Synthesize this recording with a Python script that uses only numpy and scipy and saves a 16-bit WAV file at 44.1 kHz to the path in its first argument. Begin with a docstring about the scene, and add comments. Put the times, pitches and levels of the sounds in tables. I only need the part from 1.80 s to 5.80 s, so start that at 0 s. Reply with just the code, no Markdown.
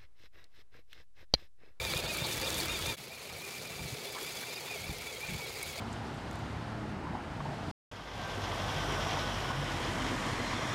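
"""A toy truck's geared motor whines and rattles as the truck crawls over sand.
The motor surges and sags as the wheels grip; its teeth sound harmonics of the shaft rate and
excite the modes of the hollow body. Sand crunches under the tyres, the frame drums over ruts
and air buffets the microphone. The truck is heard from one side and, after a short break,
from the other."""
import sys
import numpy as np
from scipy import signal
from scipy.fft import rfft, irfft, next_fast_len
from scipy.io import wavfile
from scipy.ndimage import map_coordinates

SR = 44100
rng = np.random.default_rng(int(sys.argv[2]) if len(sys.argv) > 2 else 0)


def to_wav(s):
    """Save 16-bit WAV."""
    ch = np.atleast_2d(s).T  # columns
    pcm = np.round(np.clip(ch, -1, 1) * 32767)  # PCM
    wavfile.write(sys.argv[1], SR, pcm.astype(np.int16))


N = 176400
BREAK_S = 1.163  # the first side gives way to the second


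def amp(db):
    """Amplitude ratio of a level in decibels."""
    return 10 ** (np.asarray(db) / 20)


def unit(x):
    """Normalisation to rms 1."""
    return x / np.sqrt(np.mean(x ** 2) + 1e-20)


def clock():
    """Time of each sample in seconds."""
    return np.arange(N) / SR


def curve(rows):
    """Linear interpolation of (seconds, value) rows."""
    return np.interp(clock(), *np.transpose(rows))


def eased(rows):
    """Half-cosine interpolation of (seconds, value) rows, with zero slope at each row."""
    times, values = np.transpose(rows)
    index = np.arange(len(times))
    at = np.interp(clock(), times, index)
    return np.interp(np.floor(at) + np.sin(np.pi / 2 * (at % 1)) ** 2, index, values)


def by_side(first, second):
    """A step from one value to another at the break."""
    return np.where(clock() < BREAK_S, first, second)


def bump(centre_s, half_length_s):
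    """Gaussian envelope; the half-length is its standard deviation."""
    return np.exp(-.5 * ((clock() - centre_s) / half_length_s) ** 2)


def wobble(rate):
    """Smooth random modulation through rate knots a second."""
    return map_coordinates(rng.standard_normal(4096), [clock() * rate], mode="wrap")


def filtered(x, response):
    """Linear filtering: the spectrum of x times a frequency response."""
    size = next_fast_len(N + 8192)
    return irfft(rfft(x, size) * response(np.fft.rfftfreq(size, 1 / SR)), size)[:N]


def coloured(x, points):
    """Spectral shaping by (Hz, dB) points, at rms 1."""
    hz, db = np.transpose(points)
    return unit(filtered(x, lambda f: amp(np.interp(np.log(f + 1), np.log(hz), db))))


def resonance(f, hz, width):
    """Frequency response of a damped oscillator; width is its half-power bandwidth in Hz."""
    return 1j * f * width / (hz * hz - f * f + 1j * f * width)


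def band_noise(hz, width):
    """White noise through two equal resonators in cascade, at rms 1."""
    return unit(filtered(rng.standard_normal(N), lambda f: resonance(f, hz, width) ** 2))


def blend(clicks, share):
    """Incoherent sum of clicks and white noise; share is the clicks' part of the power."""
    return np.sqrt(share) * unit(clicks) + np.sqrt(1 - share) * rng.standard_normal(N)


def grains(per_second, scatter_db=5.5, decay_s=.00043):
    """Shot noise: grains grate at random instants and their energy decays exponentially."""
    onsets = rng.random(N) < per_second / SR
    sizes = onsets * amp(scatter_db * np.minimum(rng.standard_normal(N), 2.4))
    energy = signal.lfilter([1], [1, -np.exp(-1 / (decay_s * SR))], sizes ** 2)
    return np.sqrt(energy) * rng.standard_normal(N)


def thumps():
    """Envelope of the low thumps as gusts of air buffet the microphone."""
    # Each row: centre in seconds, half-length in seconds, level in dB.
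    buffets = [(0.17, 0.016, -41), (0.24, 0.0097, -42), (0.423, 0.006, -42), (0.79, 0.038, -48),
               (1.103, 0.015, -45.5), (2.012, 0.012, -42.5), (2.052, 0.0097, -45), (2.129, 0.0093, -38.5),
               (3.103, 0.014, -37.5), (3.495, 0.0049, -38.5), (3.534, 0.024, -42.5)]
    return sum(amp(db) * bump(s, half_length) for s, half_length, db in buffets)


def air():
    """Turbulence: air on the microphone makes a low rumble that swells with each thump."""
    # Each row: time in seconds, level in dB.
    rumble_levels = [(0, -41), (.1, -46.5), (.6, -47.5), (.9, -45), (1.1, -46), (1.22, -66), (1.45, -66),
                     (1.52, -53), (1.65, -69), (2, -60), (2.25, -62), (2.92, -68), (3.02, -46.5),
                     (3.3, -60), (3.5, -53), (4, -53)]
    # Each row: frequency in Hz, relative spectral level in dB.
    spectrum = [(20, -42), (40, -6), (68, 3), (110, -2.5), (155, -3), (220, -16), (320, -14), (700, -86),
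                (2000, -90)]
    envelope = np.hypot(amp(curve(rumble_levels)), amp(-1.5) * thumps())
    return envelope * coloured(rng.standard_normal(N), spectrum)


def chassis():
    """Forced vibration: the frame drums as the wheels roll, harder at each thump."""
    # Each row: time in seconds, level in dB.
    rolling_levels = [(0, -52.5), (1.1, -54), (1.25, -60), (2.05, -53), (2.25, -59), (2.85, -57),
                      (3.1, -53), (3.3, -63), (4, -62)]
    envelope = np.hypot(amp(curve(rolling_levels)), amp(-.5) * thumps())
    return envelope * band_noise(hz=144, width=95)


def scrapes():
    """Friction: tyres and gears rub briefly, each time in a hollow band of noise."""
    # Each row: centre and half-length in seconds, pitch and resonator half-width in Hz, level in dB.
    rubs = [(0.45, 0.01, 4100, 450, -37), (0.517, 0.0051, 3630, 120, -41),
            (0.676, 0.0072, 3620, 120, -37.5), (.745, 0.01, 3460, 200, -39),
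            (2.366, 0.0089, 1050, 111, -41.5), (2.384, 0.0052, 1380, 500, -40.5),
            (2.426, .01, 378, 49.6, -41.5), (2.633, 0.0054, 1620, 300, -44),
            (2.882, .005, 1150, 200, -46.5)]
    return sum(amp(db) * bump(s, half_length) * band_noise(hz, 2 * half_width)
               for s, half_length, hz, half_width, db in rubs)


def snaps(hold_s=.00037, t60_s=.011, relative_width=.71):
    """Impact: larger grains crack against the chassis, then die away exponentially."""
    # Each row: start in seconds, level in dB, centre frequency in Hz.
    strikes = [(.1755, -31, 8000), (.3715, -33, 9000), (.4695, -36, 8000), (.7035, -29.5, 5500),
               (.7435, -33, 7000), (.8565, -37, 14000), (.8835, -36, 5400), (1.068, -37, 8000),
               (1.6505, -39, 7000), (1.707, -41, 6000), (2.4295, -37, 9000), (3.8293, -31.5, 9000)]
    t = clock()
    out = np.zeros(N)
    for start, db, hz in strikes:
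        decay_db = 60 * np.maximum(t - start - hold_s, 0) / t60_s
        out += amp(db - decay_db) * (t >= start) * band_noise(hz, relative_width * hz)
    return out


def sand(gain_db=4.5, clump_db=2):
    """Granular friction: the tyres crush clumps of tiny grains into a crunch."""
    # One table a side. Each row: time in seconds, relative level in dB.
    side_levels = [
        [(0, -50), (.18, -45.5), (.27, -54), (.34, -47), (.42, -48.5), (.54, -43.5), (.65, -46), (.75, -45.5),
         (.81, -42.5), (.86, -50), (1, -46.5), (1.13, -46)],
        [(1.19, -55.5), (1.52, -54.5), (1.66, -52), (2.2, -52), (2.44, -50), (2.8, -50.5), (3.45, -54),
         (3.8, -51), (4, -53.5)],
    ]
    # Each row: frequency in Hz, relative spectral level in dB.
    spectrum = [(120, -41), (220, 7.5), (1000, -1.5), (3000, 2.5), (5800, 0.5), (8000, -3), (10500, -2.5),
                (13000, -5), (15800, -8)]
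    grating = blend(grains(per_second=1400), share=.53)
    clumps = amp(clump_db * np.minimum(wobble(110), 1))
    return amp(by_side(*map(curve, side_levels)) + gain_db) * coloured(grating * clumps, spectrum)


def spray():
    """Bright bursts of shot noise as a slipping tyre throws sand."""
    # Each row: centre in seconds, half-length in seconds, level in dB.
    slips = [(0.337, .012, -43), (0.526, 0.0091, -41.5), (.543, 0.0069, -52), (0.69, .01, -47),
             (0.789, .014, -40.5), (2.42, .015, -50)]
    # Each row: frequency in Hz, relative spectral level in dB.
    spectrum = [(1500, -23), (6000, 2), (10000, 3), (14000, -2), (15800, -7)]
    envelope = sum(amp(db) * bump(s, half_length) for s, half_length, db in slips)
    return envelope * coloured(grains(per_second=2200), spectrum)


def rattle(turns, surge_hz, gain_db=1, db_per_hz=-.0209, swing_db=2.5):
    """Modal response: teeth click and rub, ringing body modes that each waver in level."""
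    # Each row: frequency and bandwidth in Hz, relative levels in dB on the first and second side.
    modes = [(337, 30, 3, -4.5), (412.3, 43.4, 2, 3.5), (512, 60, 3.5, 1.5), (678, 150, -1.5, -1.5),
             (870, 180, -4, -3), (1330, 420, -6, -11.5), (1710, 130, -4.5, -38), (2262, 530, -8, -4.5),
             (2770, 390, -7, -47), (3660, 510, -2.5, -10.5), (4350, 390, -2, -4.5), (4605, 400, -2, -3.5),
             (5200, 1460, -46, -13.5), (6600, 970, -15, -12)]
    teeth_per_turn, play_s, scatter_db, eccentricity = 4, .00007, 6, .37
    contacts = np.flatnonzero(np.diff(np.floor(teeth_per_turn * turns)))
    play, size = rng.standard_normal((8192, 2))[:len(contacts)].T
    polarity = rng.choice([-1, 1], 8192)[:len(contacts)]
    at = np.clip(np.round(contacts + play_s * SR * play), 0, N - 1).astype(int)
    clicks = np.bincount(at, amp(scatter_db * size) * polarity, N)
    # The off-centre pinion presses harder once a turn.
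    force = blend(clicks, share=.39) * (1 + eccentricity * np.sin(2 * np.pi * turns))
    ring = np.zeros(N)
    for k, (hz, width, *side_db) in enumerate(modes):
        gain = amp(by_side(*side_db) + swing_db * wobble(60))
        ring += (-1) ** k * gain * filtered(force, lambda f: resonance(f, hz, width))
    return amp(gain_db + db_per_hz * surge_hz) * unit(ring)


def whine(turns, surge_hz, db_per_hz=.1588, flicker_db=4):
    """Gear-mesh harmonics: lines at multiples of the shaft rate, louder as the shaft speeds up."""
    # Each entry: the frequency of one line as a multiple of the shaft rate.
    orders = [3, 5, 6, 7, 8, 9, 11, 12, 14, 16, 17, 22]
    # Each row: that line's relative levels in dB on the first and second side.
    line_levels = [(-12.5, -25), (-31, -22), (-14, -21), (-13.5, -23), (-2, -4), (-9, -14), (-15.5, -20),
                   (-2.5, -8.5), (-16, -25), (-17, -13), (-26, -17), (-17, -21)]
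    # Each row: time in seconds, extra dB for the low lines, extra dB for the high lines.
    singing = [(.06, 1, -2), (.17, -5, -9), (.29, -3.5, -8.5), (.42, -2, -3), (.6, -4.5, -3),
               (.75, -3.5, -7), (.84, -5.5, -4), (.92, 0.5, 0), (1, -6, 1), (1.08, 1.5, 2.5),
               (1.25, -6, -10), (1.65, -1.5, -14), (1.95, -5, -4), (2.12, -5.5, -4), (2.41, -2.5, 1),
               (2.65, -3, -1), (2.8, -1, -3), (3.08, 2, -2), (3.19, -1, -5), (3.29, 2.5, -2),
               (3.38, -3.5, 0), (3.46, 2, -11), (3.57, 2, -1), (3.78, -4, -9), (4, -1.5, -1)]
    first_high_order, fringe_hz = 11, 110
    fringe_gain, smear_rad = amp(by_side(-7, -3.5)), by_side(.11, .23)
    times, low_db, high_db = np.transpose(singing)
    out = np.zeros(N)
    for order, side_db in zip(orders, line_levels):
        sing_db = np.interp(clock(), times, high_db if order >= first_high_order else low_db)
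        contact_db = flicker_db * wobble(70)  # uneven tooth contact
        level_db = by_side(*side_db) + sing_db + db_per_hz * surge_hz + contact_db
        smear = smear_rad * (order / 8) ** 2 * wobble(100)  # phase noise broadens the high lines
        phase = 2 * np.pi * order * turns + smear
        # A rough fringe of narrow-band noise travels with the line.
        fringe = wobble(2 * fringe_hz) * np.sin(phase) + wobble(2 * fringe_hz) * np.cos(phase)
        out += amp(level_db) * (np.sin(phase) + fringe_gain * fringe)
    return out


def motor(flutter_hz=1.2):
    """Frequency modulation: one shaft, surging and sagging, drives both whine and rattle."""
    # Each row: time in seconds, shaft rate in turns per second.
    shaft_rates = [(0, 291), (.045, 305), (.11, 284), (.178, 311), (.235, 275), (.298, 314), (.365, 286),
                   (.415, 303), (.47, 288), (.515, 301), (.6, 283), (.652, 305), (.71, 288), (.768, 306),
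                   (.835, 280), (.918, 309), (1.01, 277), (1.09, 305), (1.15, 284), (1.27, 277),
                   (1.34, 305), (1.425, 274), (1.497, 305), (1.56, 283), (1.645, 305), (1.725, 292),
                   (1.77, 303), (1.808, 287), (1.865, 303), (1.92, 292), (2.03, 295), (2.075, 285),
                   (2.135, 292), (2.19, 278), (2.32, 294), (2.36, 279), (2.42, 276), (2.505, 302),
                   (2.565, 284), (2.68, 295), (2.77, 308), (2.825, 272), (2.915, 307), (2.995, 268),
                   (3.09, 300), (3.15, 267), (3.285, 289), (3.35, 271), (3.46, 303), (3.525, 279),
                   (3.57, 288), (3.74, 267), (3.88, 286), (3.945, 275), (4, 286)]
    # One table a side. Each row: time in seconds, gain of the gearbox sound in dB.
    side_gains = [
        [(0, -44.5), (.25, -41), (.45, -42.5), (.8, -41.5), (1.13, -43.5)],
        [(1.19, -50.5), (1.45, -49), (1.7, -47.5), (2.3, -45.5), (2.9, -46), (3.35, -47), (3.6, -45), (4, -44)],
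    ]
    shaft_hz = eased(shaft_rates)
    turns = np.cumsum(shaft_hz + flutter_hz * wobble(70)) / SR
    surge_hz = shaft_hz - shaft_hz.mean()
    return amp(by_side(*map(curve, side_gains))) * (whine(turns, surge_hz) + rattle(turns, surge_hz))


def scene():
    """Superposition of truck, ground and air in one channel."""
    return (motor() + chassis() + sand() + spray() + snaps() + scrapes() + air())[None]


def record(dry):
    """A linear fade out and in at the break, then an ideal low-pass filter."""
    fade_out_s, fade_in_s, cutoff_hz = .03, .021, 15800
    fade = np.minimum(np.abs(clock() - BREAK_S) / by_side(fade_out_s, fade_in_s), 1)
    return filtered(dry[0] * fade, lambda hz: hz < cutoff_hz)[None]


dry = scene()
out = record(dry)
to_wav(out)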